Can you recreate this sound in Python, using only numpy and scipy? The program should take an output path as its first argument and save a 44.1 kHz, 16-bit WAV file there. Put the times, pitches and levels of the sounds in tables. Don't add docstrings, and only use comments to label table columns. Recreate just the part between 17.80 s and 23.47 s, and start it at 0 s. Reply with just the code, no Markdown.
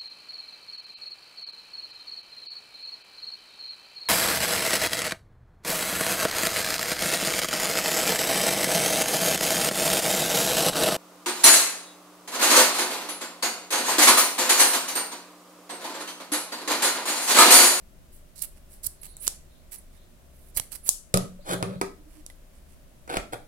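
import sys
import numpy as np
from scipy import signal
from scipy.fft import rfft, irfft
from scipy.io import wavfile
from scipy.ndimage import uniform_filter1d

SR = 44100
rng = np.random.default_rng(int(sys.argv[2]) if len(sys.argv) > 2 else 0)


def to_wav(s):
    ch = np.atleast_2d(s).T
    pcm = np.round(np.clip(ch, -1, 1) * 32767)
    wavfile.write(sys.argv[1], SR, pcm.astype(np.int16))


N = 250160
TIME = np.arange(N) / SR
# (f/Hz, level/dB, t60/s)
TABLE_MODES = [(102, -9.5, 0.15), (128, -8.5, 0.071), (146.3, -13, 0.19), (183.5, -2.5, 0.22),
               (224.7, -11, 0.27), (292.6, -20, 0.28), (391.4, -5, 0.16), (459.7, -11, 0.22),
               (494, -2, 0.048), (560, -1, 0.057), (624, -19, 0.3), (661, -1, 0.053), (710, -7, 0.16),
               (1158, 1.5, 0.023), (1277, 3, 0.065), (1412, -27, 0.057), (1970, -25, 0.19),
               (2460, -32, 0.12)]


def amp(db):
    return 10 ** (np.asarray(db) / 20)


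def on_log(hz, points):
    f, value = np.transpose(points)
    return np.interp(np.log(hz + 1), np.log(f), value)


def colour(x, points, tilt_db=0, size=4096):
    hz = np.arange(size // 2 + 1) * SR / size
    db = on_log(hz, points) + tilt_db * np.log2((hz + 1) / SR)
    cepstrum = irfft(np.log(amp(db)))
    cepstrum[1:size // 2] *= 2
    cepstrum[size // 2 + 1:] = 0
    response = irfft(np.exp(rfft(cepstrum)))
    return signal.fftconvolve(x, response / np.linalg.norm(response))[:len(x)]


def add(track, s, sound):
    i = max(int(s * SR), 0)
    track[..., i:i + sound.shape[-1]] += sound[..., :N - i]


def fade(t, t60):
    return np.exp(-np.log(1000) * t / t60)


def ring(t, modes):
    out = np.zeros(len(t))
    for k, (hz, db, t60) in enumerate(modes):
        direction = (-1) ** ((k + 1) // 3)
        out += direction * amp(db) * fade(t, t60) * np.sin(2 * np.pi * hz * t)
    return out


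def friction(length, db, swell_s, change_db, rate, spread_db, release_s):
    t = TIME[:int((length + .1) * SR)]
    chance, size, side = rng.random((SR // 2, 3))[:len(t)].T
    waver_db = 1.2 * np.interp(t, np.arange(100) * .005, rng.standard_normal(100))
    slip_size = amp(waver_db - spread_db * np.log(np.maximum(size, .004)))
    slips = (chance < rate / SR) * np.sign(side - .5) * slip_size
    slips /= np.sqrt(np.mean(slips[t < length] ** 2)) + 1e-9
    pressure = amp(db + np.interp(t, [0, length], [-change_db, 0]))
    pressure *= fade(np.maximum(t - length, 0), min(release_s, 2 * length))
    return slips * pressure * np.minimum(t / swell_s, 1) ** 2


def glide(length, db, first_hz, last_hz, raw_waver_hz, size):
    count = int(length * SR)
    waver = uniform_filter1d(rng.standard_normal(N), size=size)[:count]
    hz = np.linspace(first_hz, last_hz, count) + raw_waver_hz * waver
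    swell = np.sqrt(2 * np.hanning(count))
    return amp(db) * swell * np.sin(2 * np.pi * np.cumsum(hz) / SR)


def pair(x, left_db):
    lag_s = .00039
    left = np.pad(x, (int(lag_s * SR), 0))[:len(x)]
    return np.array([amp(left_db) * left, x])


def diffuse(count, alike_hz):
    mid, side = rfft(rng.standard_normal((2, count)))
    hz = np.arange(len(mid)) * SR / count
    likeness = .8 / (1 + (hz / alike_hz) ** 2)
    mid, side = mid * np.sqrt((1 + likeness) / 2), side * np.sqrt((1 - likeness) / 2)
    return irfft(np.array([mid + side, mid - side]), count)


def room(x, wet_db, build_s, count=26000):
    # (f/Hz, t60/s)
    decay_points = [(100, 0.44), (600, 0.31), (9000, 0.3), (16000, 0.19)]
    t = TIME[:count]
    hz, times, cells = signal.stft(diffuse(count, alike_hz=530), SR)
    decay = fade(times, on_log(hz, decay_points)[:, None])
    tail = signal.istft(cells * decay, SR)[1][:, :count]
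    tail *= 1 - np.exp(-(t / build_s) ** 2)
    tail /= np.linalg.norm(tail, axis=1, keepdims=True)
    return amp(wet_db) * signal.fftconvolve(x[None], tail, axes=1)[:, :N]


def air():
    # (f/Hz, level/dB)
    air_points = [(14, -16), (24, 0), (49, -14.5), (73, -9), (96, -25), (145, -19.5), (345, -28.5),
                  (375, -24.5), (418, -35), (611, -25.5), (760, -35.5), (3580, -42.5), (4970, -44.5),
                  (11200, -43), (16000, -47.5)]
    level_db, left_db = -50.5, 0.77
    left, right = (colour(noise, air_points) for noise in diffuse(N, alike_hz=444))
    return amp(level_db) * np.array([amp(left_db) * left, right])


def openings():
    # (t/s, length/s, swell/s, final level/dB, brightness/dB per octave, thread/dB, left microphone/dB)
    opening_rows = [(0.312, 0.056, 0.018, -60, 7, -26, -3.5), (0.875, 0.066, 0.064, -49.5, 4, -16, -5.5),
                    (1.215, 0.052, 0.022, -43.5, 3.5, -11.5, -14),
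                    (1.907, 0.055, 0.015, -41.5, 4.5, -14.5, -14.5),
                    (2.906, 0.059, 0.021, -37, 1.5, -11.5, -18)]
    return [(*row, -10) for row in opening_rows]


def closings():
    # (t/s, length/s, swell/s, final level/dB, brightness/dB per octave, thread/dB, left microphone/dB)
    closing_rows = [(0.549, 0.074, 0.014, -39, -1.5, -22, -18), (1.026, 0.035, 0.012, -28.5, 3, -19, -11),
                    (1.39, 0.08, 0.045, -33, 8, -16.5, -12), (2.529, 0.18, 0.01, -55.5, 9, -25, -25),
                    (2.737, 0.03, 0.03, -29, 1, -16, -7.5), (3.029, 0.062, 0.048, -27.5, 6.5, -17.5, -11)]
    return [(*row, 5.5) for row in closing_rows]


def bites():
    # (t/s, burst level/dB, tear length/s, tear's starting level/dB, tear's thread/dB, tear's left microphone/dB)
    bite_rows = [(0.6195, -21, 0.035, -26.5, -18.5, -19), (1.0644, -17, 0.0071, -31, -19, -26),
                 (2.7707, -16, 0.019, -21.5, -11, -17.5)]
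    attack_s, burst_s, sag_db = 0.00055, 0.0056, -6
    burst_bright_db, tear_bright_db = 9.5, 6.5
    burst_thread_db, burst_left_db = -33.5, -35.5
    strokes = []
    for s, burst_db, tear_s, tear_db, thread_db, left_db in bite_rows:
        strokes.append((s, burst_s, attack_s, burst_db, burst_bright_db, burst_thread_db, burst_left_db, 0))
        final_db = tear_db + sag_db
        strokes.append((s, tear_s, attack_s, final_db, tear_bright_db, thread_db, left_db, sag_db))
    return strokes


def rustles():
    # (t/s, length/s, level/dB)
    rustle_rows = [(0.735, 0.049, -57), (2.098, 0.084, -61.5), (4.271, 0.14, -58.5), (4.71, 0.077, -61),
                   (4.849, 0.097, -62)]
    swell_s, bright_db, thread_db, left_db = .04, -3, -4, -17.5
    return [(s, length, swell_s, db, bright_db, thread_db, left_db, 0) for s, length, db in rustle_rows]


def shearing():
    # (f/Hz, level/dB)
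    shear_points = [(200, -36.5), (1000, -39), (2100, -18), (3400, -15), (4300, -5), (6500, -8.5),
                    (8500, -1), (10500, -0.5), (12500, -4.5), (14500, -9), (16000, -17)]
    # (f/Hz, level/dB)
    thread_points = [(100, -5), (500, -2), (1000, -5), (2200, 0), (3200, -1), (8000, -22)]
    out, source = np.zeros((2, N)), np.zeros(N)
    strokes = openings() + closings() + bites() + rustles()
    for s, length, swell_s, db, bright_db, thread_db, left_db, change_db in strokes:
        slips = friction(length, db, swell_s, change_db, rate=4200, spread_db=3.5, release_s=.014)
        rasp = amp(thread_db) * colour(slips, thread_points)
        cut = colour(slips, shear_points, bright_db) + rasp
        add(out, s, pair(cut, left_db))
        add(source, s, amp(left_db) * cut)
    return out + room(source, wet_db=4.5, build_s=0.00026)


def bumps():
    # (t/s, level/dB, f/Hz, t60/s)
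    bump_rows = [(1.066, -34.5, 74.5, 0.13), (2.768, -27, 48.7, 0.05), (2.8005, -27, 110, 0.026),
                 (3.592, -41, 580, .1), (3.806, -29, 623, 0.12), (3.962, -28, 135, 0.069),
                 (4.501, -40.5, 1990, 0.031), (5.372, -30, 40.2, 0.26), (5.368, -26, 71, 0.13)]
    out, t = np.zeros(N), TIME[:SR // 2]
    for s, db, hz, t60 in bump_rows:
        add(out, s, ring(t, [(hz, db, t60)]))
    return pair(out, left_db=-7.0)


def whistles():
    # (t/s, length/s, level before the room/dB, first f/Hz, last f/Hz)
    whistle_rows = [(1.144, .27, -67.5, 4350, 4130), (1.66, 0.15, -74, 3900, 3800),
                    (2.096, 0.18, -75, 3720, 3820), (3.587, 0.06, -67, 4420, 4360),
                    (3.896, 0.085, -67, 4040, 3930)]
    source = np.zeros(N)
    for s, length, db, first_hz, last_hz in whistle_rows:
        add(source, s, glide(length, db, first_hz, last_hz, raw_waver_hz=6000, size=400))
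    return room(source, wet_db=5, build_s=0.0061)


def squeaks():
    # (t/s, length/s, level/dB, first f/Hz, last f/Hz)
    squeak_rows = [(1.213, .012, -39, 11200, 10000), (1.28, 0.061, -48.5, 9200, 10700),
                   (1.395, 0.044, -37.5, 9100, 10950), (1.98, 0.016, -40.5, 10400, 10570),
                   (3.031, 0.044, -39, 10400, 12200)]
    out = np.zeros((2, N))
    for s, length, db, first_hz, last_hz in squeak_rows:
        squeak = glide(length, db, first_hz, last_hz, raw_waver_hz=2475, size=20)
        add(out, s, pair(squeak, left_db=-17))
    return out


def snaps():
    # (t/s, level/dB, crack/dB, brightness/dB per octave, left microphone/dB)
    snap_rows = [(1.368, -30.5, -6.5, 7, -3.5), (1.4687, -21, -39, -4, 4), (1.4782, -4.5, -7, 1.5, -15),
                 (2.7981, -13, -0.5, 1, -20), (3.091, 2.5, -17.5, 2.5, -8), (3.3412, -9.5, 0, -4, -3.5),
                 (3.3733, -8.5, -8.5, -2.5, -15.5), (4.4637, -27.5, -7, -0.5, -10),
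                 (4.5005, -45.5, 10, -9, -5)]
    # (f/Hz, level/dB)
    blade_points = [(1000, -32.5), (3600, -13.5), (5200, -8), (7000, -3.5), (10600, -6.5), (13200, -14),
                    (15200, -18.5), (16500, -22)]
    # (f/Hz, level/dB)
    crack_points = [(100, -7.5), (600, 1), (1300, 1), (2500, -6), (3800, 1.5), (7000, -9), (11000, 6.5),
                    (16000, -20)]
    out, source, t = np.zeros((2, N)), np.zeros(N), TIME[:SR // 10]
    for s, db, crack_db, bright_db, left_db in snap_rows:
        rattle = fade(t, t60=0.0075) + amp(-25) * fade(t, t60=.02)
        chatter = np.sign(rng.standard_normal(len(t))) * rattle
        blow = signal.unit_impulse(len(t)) * np.linalg.norm(chatter)
        heard = []
        for force in (chatter, blow):
            crack = amp(crack_db) * colour(force, crack_points)
            heard.append(amp(db) * (colour(force, blade_points, bright_db) + crack))
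        near, far = heard
        add(out, s, amp(-1) * pair(near, left_db))
        add(source, s, amp(left_db) * far)
    return out + room(source, wet_db=-4.5, build_s=0.0016)


def knocks():
    # (t/s, ring/dB, bass weight/dB, favoured f/Hz, clack/dB, tick before doubling/dB)
    knock_rows = [(3.3405, -22.5, 8, 566, -21.5, -17.5), (3.3726, -33.5, 6.5, 595, -45, -15),
                  (3.8267, -30.5, 2.5, 347, -23.5, -10.5), (4.0137, -28, -7, 395, -18.5, -13),
                  (5.2765, -57.5, 3, 650, -37.5, -48), (5.3695, -49, 3, 655, -19.5, -10.5)]
    # (f/Hz, level/dB)
    clack_points = [(50, -15), (120, -6.5), (300, -1), (450, -4.5), (700, -5), (950, -9), (1300, 0.5),
                    (1750, -11.5), (2400, -5), (3300, -25.5), (5500, -18), (10000, -20.5), (16000, -33)]
    # (f/Hz, level/dB)
    tick_points = [(100, -19), (600, 8.5), (1300, 14.5), (2500, 0), (3800, 5), (7000, -2.5), (10500, 4),
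                   (12500, -17), (16000, -11)]
    out, t = np.zeros(N), TIME[:SR // 2]
    for s, ring_db, bass_db, spot_hz, clack_db, tick_db in knock_rows:
        modes = []
        for hz, db, t60 in TABLE_MODES:
            weight_db = bass_db / (1 + (hz / 300) ** 4)
            spot_db = 8 / (1 + (np.log2(hz / spot_hz) / .2) ** 2)
            modes.append((hz, db + weight_db + spot_db, t60))
        clack = colour(rng.standard_normal(len(t)) * fade(t, 0.025), clack_points)
        tick = colour(fade(t, .0001), tick_points)
        add(out, s, amp(ring_db) * ring(t, modes) + amp(clack_db) * clack - 2 * amp(tick_db) * tick)
    return out


def slides():
    # (t/s, length/s, swell/s, final level/dB, rate/slips per second, table ring/dB, hiss/dB)
    slide_rows = [(3.633, 0.11, 0.07, -28.5, 6200, -6.5, -4.5),
                  (3.735, 0.222, 0.0095, -51.5, 2500, 14, -11), (5.272, 0.1, 0.029, -31, 890, -26, -10.5),
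                  (5.517, 0.027, 0.011, -33, 2470, -9.5, -7)]
    # (f/Hz, level/dB)
    rub_points = [(60, -36), (200, -2.5), (300, 1.5), (450, 2), (680, 7), (950, -4.5), (1400, 2),
                  (1900, -7.5), (2400, -4), (3300, -8), (6000, -19), (16000, -47)]
    # (f/Hz, level/dB)
    hiss_points = [(1000, -25.5), (3000, 10), (4800, -1), (6800, 0), (8500, 1), (10800, 2), (13000, -8.5),
                   (16000, -14)]
    # (f/Hz, level/dB)
    push_points = [(60, -4.5), (120, 2.5), (190, 6), (280, -14.5), (390, 1), (550, -0.5), (900, -15.5),
                   (3000, -12)]
    out, top = np.zeros(N), ring(TIME[:SR // 2], TABLE_MODES)
    for s, length, swell_s, db, rate, ring_db, hiss_db in slide_rows:
        slips = friction(length, db, swell_s, change_db=2, rate=rate, spread_db=3.5, release_s=0.028)
        add(out, s, colour(slips, rub_points) + amp(hiss_db) * colour(slips, hiss_points))
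        boom = signal.fftconvolve(colour(slips, push_points), top)
        add(out, s, amp(ring_db) * boom * np.linalg.norm(slips) / np.linalg.norm(boom))
    return out


def table():
    out = knocks() + slides()
    flank = colour(out, [(60, -16), (250, -30), (550, -4.0), (1500, -23), (6000, 28), (16000, -19)])
    spread = amp(-18.0) * np.array([flank, -flank])
    direct = pair(out, left_db=0) * amp(1.0) + np.roll(spread, int(0.0011 * SR), axis=1)
    return direct + room(out, wet_db=-4.5, build_s=0.00042)


def hums():
    # (t/s, length/s, peak level/dB)
    hum_rows = [(4.167, 0.06, -50), (4.249, 0.055, -49), (4.348, 0.083, -46.5)]
    hum_hz, out = 305.3, np.zeros(N)
    for s, length, db in hum_rows:
        count = int(length * SR)
        swell = np.sqrt(np.hanning(count))
        add(out, s, amp(db) * swell * np.sin(2 * np.pi * hum_hz * TIME[:count]))
    return pair(out, left_db=-7.0)


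def scene():
    return air() + shearing() + bumps() + whistles() + squeaks() + snaps() + table() + hums()


def record(dry):
    delay_s, recovery_db_per_s, top_hz = 0.0011, 18.5, 16100
    recovery_db = recovery_db_per_s * TIME
    late = np.roll(dry, int(delay_s * SR), axis=1)
    over_db = 20 * np.log10(np.maximum(abs(late), 1))
    duck_db = np.maximum.accumulate(over_db + recovery_db, axis=1) - recovery_db
    limited = np.clip(dry * amp(-duck_db), -1, 1)
    return signal.sosfilt(signal.ellip(10, .2, 70, top_hz, fs=SR, output="sos"), limited)


dry = scene()
out = record(dry)
to_wav(out)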